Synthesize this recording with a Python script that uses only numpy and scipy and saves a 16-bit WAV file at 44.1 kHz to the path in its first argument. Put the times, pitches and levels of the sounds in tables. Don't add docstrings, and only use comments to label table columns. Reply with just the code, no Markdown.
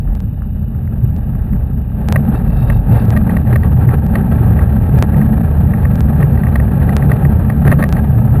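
import sys
import numpy as np
from scipy import signal
from scipy.fft import rfft, irfft
from scipy.io import wavfile
from scipy.ndimage import uniform_filter1d

SR = 44100
rng = np.random.default_rng(int(sys.argv[2]) if len(sys.argv) > 2 else 0)


def master_out(mix):
    frames = np.transpose(np.atleast_2d(mix))
    ceiling = np.clip(frames, -1, 1)
    pcm = np.round(ceiling * 32767).astype(np.int16)
    wavfile.write(sys.argv[1], SR, pcm)


N = 370440
CEILING_DB = -1.95


def amp(db):
    return 10 ** (np.asarray(db) / 20)


def unit_rms(x):
    return x / np.sqrt(np.mean(x ** 2) + 1e-20)


def bin_hz():
    return np.fft.rfftfreq(N, 1 / SR)


def spectrum(points):
    hz, db = np.transpose(points)
    return amp(np.interp(np.log(bin_hz() + 1), np.log(hz), db))


def modes(rows):
    f = bin_hz()
    return np.sqrt(sum(amp(db) ** 2 / (1 + 2 * ((f - hz) / width) ** 2) ** 2 for hz, width, db in rows))


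def band(lo_hz, hi_hz):
    f = bin_hz() + 1
    return 1 / np.sqrt((1 + (lo_hz / f) ** 20) * (1 + (f / hi_hz) ** 20))


def noise(gain):
    return unit_rms(irfft(gain * rfft(rng.standard_normal(N)), N))


def steadied(x, window_s):
    size = max(int(window_s * SR), 2)
    power = uniform_filter1d(uniform_filter1d(x ** 2, size), size)
    return x / np.sqrt(abs(power) + 1e-9)


def add(mix, start_s, sound):
    part = mix[max(round(start_s * SR), 0):][:len(sound)]
    part += sound[:len(part)]


def swell(centre_s, length_s):
    out, size = np.zeros(N), max(int(length_s * SR), 3)
    start = round(centre_s * SR) - size // 2
    add(out, start / SR, np.hanning(size)[max(-start, 0):])
    return out


# t/s, level/dB
WHEEL_LOAD = [(0, -15.5), (0.55, -16), (0.85, -12), (1.55, -9.0), (1.88, -13), (2.02, -3.5), (2.45, -4.5),
              (2.83, -6), (3.2, -4.0), (4.0, -3), (4.55, -0.5), (5.6, -0.5), (6.7, 0), (7.0, 2.5),
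              (7.5, -0.5), (8.4, -1)]


def load_db():
    return np.interp(np.arange(N) / SR, *np.transpose(WHEEL_LOAD))


# centre t/s, length/s, rise/dB
ROUGH_RAIL = [(0.12, 0.18, 7), (2.15, 0.13, 5), (2.338, 0.27, 5.5), (2.538, 0.079, 2.5), (2.682, 0.25, 6.0),
              (2.909, 0.12, 9.0), (2.978, 0.17, 11.0), (3.118, 0.2, 8), (3.3, 0.14, 7), (3.366, 0.1, 4),
              (3.52, 0.14, 7.5), (3.648, 0.051, 6), (3.724, 0.034, 9.5), (3.83, 0.16, 5),
              (3.926, 0.096, 10.5), (4.17, 0.2, 5.5), (4.341, 0.049, 4.5), (4.46, 0.5, 3.5),
              (4.628, 0.05, 6), (4.982, 0.19, 4.0), (5.19, 0.21, 3.0), (5.384, 0.05, 3.5),
              (6.21, 0.072, 7.5), (6.846, 0.21, 2.5), (7.11, 0.07, 3.5), (7.667, 0.063, 9),
              (7.719, 0.087, 10.5), (7.803, 0.058, 9), (7.967, 0.21, 2.5), (8.37, 0.17, 3)]


def roughness_db():
    return sum(db * swell(s, length_s) for s, length_s, db in ROUGH_RAIL)


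# f/Hz, width/Hz, relative level/dB
CAR_MODES = [(24, 5.9, -23.5), (45.3, 5.1, -1.5), (69.9, 7.9, 4), (80.6, 8.8, 2), (107, 15, -15.5),
             (113.6, 13, 2), (141.9, 10, 2), (171.8, 12, -4), (188.3, 18, -6), (213.5, 11, -3.5),
             (227.8, 21, -10.5), (269, 93, -22.5)]
# low f/Hz, high f/Hz
MODE_GROUPS = [(16, 55), (55, 95), (95, 130), (130, 154), (154, 300)]
# level/dB at 0 dB load, slope/(dB/dB), random swell/dB
GROUP_RESPONSE = [(-22.5, 0, -1), (-15, 0.4, 2), (-17, 0.5, 2), (-18, 0.75, 2), (-17, 0.59, 1.84)]
# centre t/s, length/s, f/Hz (selects the group), rise/dB
BUMPS = [(0.11, 0.16, 42, 12.5), (1.05, 0.15, 116, 13.5), (1.492, 0.56, 42, 6), (2.307, 0.12, 190, 9.5),
         (2.48, 0.31, 42, 7), (2.66, 0.19, 116, 8), (2.738, 0.59, 42, 10.5), (2.902, 0.13, 190, 8.5),
         (2.924, 0.15, 116, 15), (3.003, 0.11, 142, 11.5), (3.09, 0.18, 116, 12), (3.264, 0.81, 190, 6.0),
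         (3.514, 0.2, 116, 11), (3.663, 0.25, 75, 7.0), (3.838, 0.42, 116, 11), (3.948, 0.14, 75, 5.0),
         (4.194, 0.48, 190, 4.5), (4.423, 0.2, 116, 7.5), (4.6, 0.74, 75, 5.5), (4.956, 0.14, 142, 11.5),
         (5.15, 0.18, 75, 3.5), (5.222, 0.42, 190, 7), (5.63, 0.4, 75, 3.5), (6.07, 0.13, 75, 7),
         (6.122, 0.39, 190, 1), (6.225, 0.5, 142, 11), (6.376, 0.16, 75, 6.5), (6.586, 0.13, 75, 8),
         (6.79, 0.19, 142, 8.5), (7.075, 0.29, 142, 7.5), (7.335, 0.17, 75, 5.0), (7.688, 0.18, 142, 11),
         (7.737, 0.44, 190, 4), (8.224, 0.6, 116, 7)]


def rumble():
    body, load, out = modes(CAR_MODES), load_db(), np.zeros(N)
    for (lo_hz, hi_hz), (db, slope, swell_db) in zip(MODE_GROUPS, GROUP_RESPONSE):
        bump_db = sum(rise * swell(s, length_s) for s, length_s, hz, rise in BUMPS if lo_hz <= hz < hi_hz)
        wander_db = swell_db * noise(band(2.7, 6.54)) * amp(-1.2 * bump_db)
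        vibration = steadied(noise(body * band(lo_hz, hi_hz)), window_s=0.09)
        out += amp(db + slope * load + bump_db + wander_db) * vibration
    return out


# f/Hz, relative level/dB
ROAR_SPECTRUM = [(150, -26.5), (260, 6.5), (335, -2.5), (400, 1), (510, -3), (590, -1.5), (700, -5.5),
                 (755, -0.5), (900, -5.5), (980, -14), (1300, -39.5), (4000, -70.5)]
# f/Hz, width/Hz, relative level/dB
STEEL_MODES = [(1128, 100, 5.5), (1307, 120, 5.5), (1610, 160, 5), (1840, 170, -0.5), (2100, 140, -14.5),
               (2406, 160, -8.5), (2660, 120, -11), (2900, 83, -18)]
# f/Hz, relative level/dB
HISS_SPECTRUM = [(500, -32), (1000, -12), (2000, -14), (3000, -16), (4400, -22.5), (5300, -50), (7000, -38),
                 (9000, -21), (14000, -27), (16000, -47.5)]


def rolling(grind_db, rasp_gain):
    roar_gain, hiss_gain = amp(-27 + 0.81 * grind_db), amp(-51.5 + grind_db)
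    surge = noise(band(5, 39))
    hardness = np.clip(roar_gain / amp(-28.5), 0, 1)
    dull = noise(spectrum(ROAR_SPECTRUM) / (1 + (bin_hz() / 620) ** 2))
    bright = noise(spectrum(ROAR_SPECTRUM))
    blend = np.sqrt(1 - hardness) * dull + np.sqrt(hardness) * bright
    roar = steadied(blend, window_s=0.16) * unit_rms(amp(1.6 * surge))
    ring, grain = noise(modes(STEEL_MODES)), noise(band(40, 200))
    rasp = ring * unit_rms(amp(2.2 * surge + 2.0 * grain))
    hiss = noise(spectrum(HISS_SPECTRUM)) * unit_rms(amp(2.6 * surge))
    return roar_gain * roar + rasp_gain * rasp + hiss_gain * hiss


# f/Hz, width/Hz, relative level/dB
BEARING_MODES = [(2890, 80, 0), (2570, 250, -5.5), (3660, 270, -12.5)]


def whir():
    return amp(-64) * noise(modes(BEARING_MODES))


# f/Hz, relative level/dB
AIR_SPECTRUM = [(40, 25), (150, 15.5), (350, -3.5), (700, -14.5), (2500, -4), (4000, -5.5), (5500, -23),
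                (12000, -5.5), (15000, -20), (16000, -35.5)]


def airborne(rasp_gain):
    return amp(-13.5) * rasp_gain * noise(spectrum(AIR_SPECTRUM))


# t/s, level/dB
HARD_TAPS = [(0.075, -37), (0.1327, -37), (0.42, -35), (0.7495, -42), (0.8754, -35), (1.3523, -35),
             (1.5329, -32)]


def taps(until_s=1.65, rate_hz=52, light_db=-48, rise_s=0.00085):
    blows, t = np.zeros(N), np.arange(SR // 30) / SR
    envelope = t / rise_s * np.exp(1 - t / rise_s)
    ring = steadied(noise(modes(STEEL_MODES[:4])), window_s=0.005)
    light_taps = [(0.06 + (k + 0.35 * late) / rate_hz, light_db + spread_db)
                  for k, (late, spread_db) in enumerate(rng.standard_normal((120, 2)))]
    for s, db in light_taps + list(HARD_TAPS):
        if s < until_s:
            add(blows, s, amp(db) * envelope)
    return blows * ring


# t/s, relative level/dB
TICKS = [(0.1525, -13), (0.204, -12.5), (1.1645, -16), (2.087, 2), (2.125, 7), (3.0543, -15), (3.1052, -3),
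         (4.0655, -13.5), (4.989, -7.5), (5.0254, 12.2), (5.9566, -8), (6.0069, -2.5), (6.9669, 6),
         (7.8911, -5), (7.9266, 2)]


def ticks(x, decay_s=0.00049, swing_hz=480):
    out, t = np.zeros(N), np.arange(SR // 50) / SR
    step = np.exp(-t / decay_s) * np.cos(2 * np.pi * swing_hz * t)
    for s, db in TICKS:
        size = min(amp(db - 8.5), 2 * amp(CEILING_DB))
        add(out, s, -np.sign(x[round(s * SR)]) * size * step)
    return out


# f/Hz, width/Hz, resting level/dB
FLANGE_MODES = [(2676, 45, -71.5), (3750, 58, -79)]
# centre t/s, length/s, low tone level/dB, high tone level/dB
SQUEALS = [(2.08, 0.3, -74, -75), (2.367, 0.068, -52, -58), (2.494, 0.12, -53, -72),
           (2.603, 0.15, -52, -55.5), (2.735, 0.18, -53, -59), (2.977, 0.19, -50, -59),
           (3.36, 0.25, -67, -72)]


def squeal(chirr_hz=44, chirr_depth=0.6, scrape_db=-11.5):
    grip = unit_rms(amp(1.8 * noise(band(11, 35))))
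    slip_cycles = np.cumsum(chirr_hz * (1 + 0.16 * noise(band(2, 16)))) / SR
    chirr = unit_rms(1 + chirr_depth * np.cos(2 * np.pi * slip_cycles))
    scrape = amp(scrape_db) * noise(band(3100, 4900))
    out = np.zeros(N)
    for k, (hz, width_hz, rest_db) in enumerate(FLANGE_MODES):
        contact = sum(amp(db[k]) * np.sqrt(swell(s, length_s)) for s, length_s, *db in SQUEALS)
        tone = steadied(noise(modes([(hz, width_hz, 0)])), window_s=0.024)
        out += (amp(rest_db) + contact) * (tone + scrape)
    return grip * chirr * out


# f/Hz, relative level/dB
FITTING_MODES = [(600, 0.5), (1160, -3.5), (1590, -6.5), (1870, 1.5), (2110, -9.5), (2430, -16),
                 (2640, -17.5)]


def clack(draws, length_s, detune, grit_db):
    t = np.arange(int(length_s * SR)) / SR
    ring = sum(amp(db) * np.sin(2 * np.pi * (hz * (1 + detune * (2 * tuning - 1)) * t + phase))
               for (hz, db), tuning, phase in zip(FITTING_MODES, *draws))
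    grit_filter = signal.butter(4, [2200, 4500], "bandpass", fs=SR, output="sos")
    grit = signal.sosfilt(grit_filter, rng.standard_normal(SR // 20))[-len(t):]
    envelope = np.sin(np.pi * (t / length_s) ** 0.71) ** 2
    return (ring + amp(grit_db) * unit_rms(grit)) * envelope


# peak t/s, relative level/dB, grit level/dB within the clack
LOUD_CLACKS = [(2.1621, -14.5, -28), (2.702, -20, -33), (3.1665, -22, -31), (3.174, -20.5, -29),
               (3.2971, -26, -37), (3.318, -42, -29), (3.37, -22, -24), (3.5309, -26, -35),
               (3.5608, -18.5, -23.5), (3.6347, -27.5, -22), (3.8904, -25, -32), (4.157, -18.5, -19.5),
               (4.5932, -25, -27), (5.1453, -29.5, -28), (5.217, -28, -29), (5.677, -44, -30),
               (5.7385, -25, -37), (5.8547, -24, -39), (6.2033, -30, -26), (6.2296, -22, -34),
               (6.3771, -30.5, -22), (6.4373, -26.5, -25), (6.4707, -26, -37), (6.559, -18.5, -21),
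               (6.6014, -25.5, -33), (6.82, -30.5, -25), (6.894, -23.5, -29), (7.026, -25, -32),
               (7.1186, -18, -23.5), (7.253, -24, -39), (7.502, -22.5, -22), (7.68, -17, -29.5),
               (7.707, -31, -16), (7.7185, -17.5, -24), (7.7268, -17, -29), (7.8279, -17, -21),
               (7.8405, -16, -23), (7.9698, -26, -24)]


def chatter(rasp_gain, loud_length_s=0.0105, light_rate_hz=8, candidates=120):
    out, mode_count = np.zeros(N), len(FITTING_MODES)
    for (s, db, grit_db), draws in zip(LOUD_CLACKS, rng.random((len(LOUD_CLACKS), 2, mode_count))):
        loud = clack(draws, loud_length_s, detune=0.02, grit_db=grit_db)
        add(out, s - 0.4 * loud_length_s, amp(db + 1) * loud)
    for place, size, chance in rng.random((candidates, 3)):
        light = clack(rng.random((2, mode_count)), length_s=0.0078, detune=0.041, grit_db=-20)
        if chance < light_rate_hz * N / SR / candidates:
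            gain = amp(-9.5 + 7.3 * size ** 2) * rasp_gain[int(place * N)]
            add(out, place * N / SR, gain * light)
    return out


def scene():
    grind_db = load_db() + roughness_db()
    rasp_gain = amp(-38.5 + 1.095 * grind_db)
    frame = rumble() + rolling(grind_db, rasp_gain) + squeal() + whir() + taps() + chatter(rasp_gain)
    air = airborne(rasp_gain)
    return np.array([frame + air, frame - air])


def record(dry, clock_hz=12000, beat_hz=8100, cutoff_hz=15700):
    ceiling, t = amp(CEILING_DB), np.arange(N) / SR
    rounded = dry / (1 + (dry / ceiling) ** 14) ** (1 / 14)
    clipped = np.clip(rounded + ticks(rounded[0]), -ceiling, ceiling)
    slope = signal.lfilter(*signal.butter(3, 3000, fs=SR), np.gradient(rounded, axis=1))
    jitter_samples = amp(0.5) * np.cos(2 * np.pi * clock_hz * t)
    jitter_samples += amp(-19) * np.cos(2 * np.pi * beat_hz * t)
    fizz = slope * jitter_samples
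    lowpass = signal.firwin(127, cutoff_hz, window=("kaiser", 8), fs=SR)
    return signal.oaconvolve(clipped + fizz, lowpass[None], "same", axes=1)


dry = scene()
out = record(dry)
master_out(out)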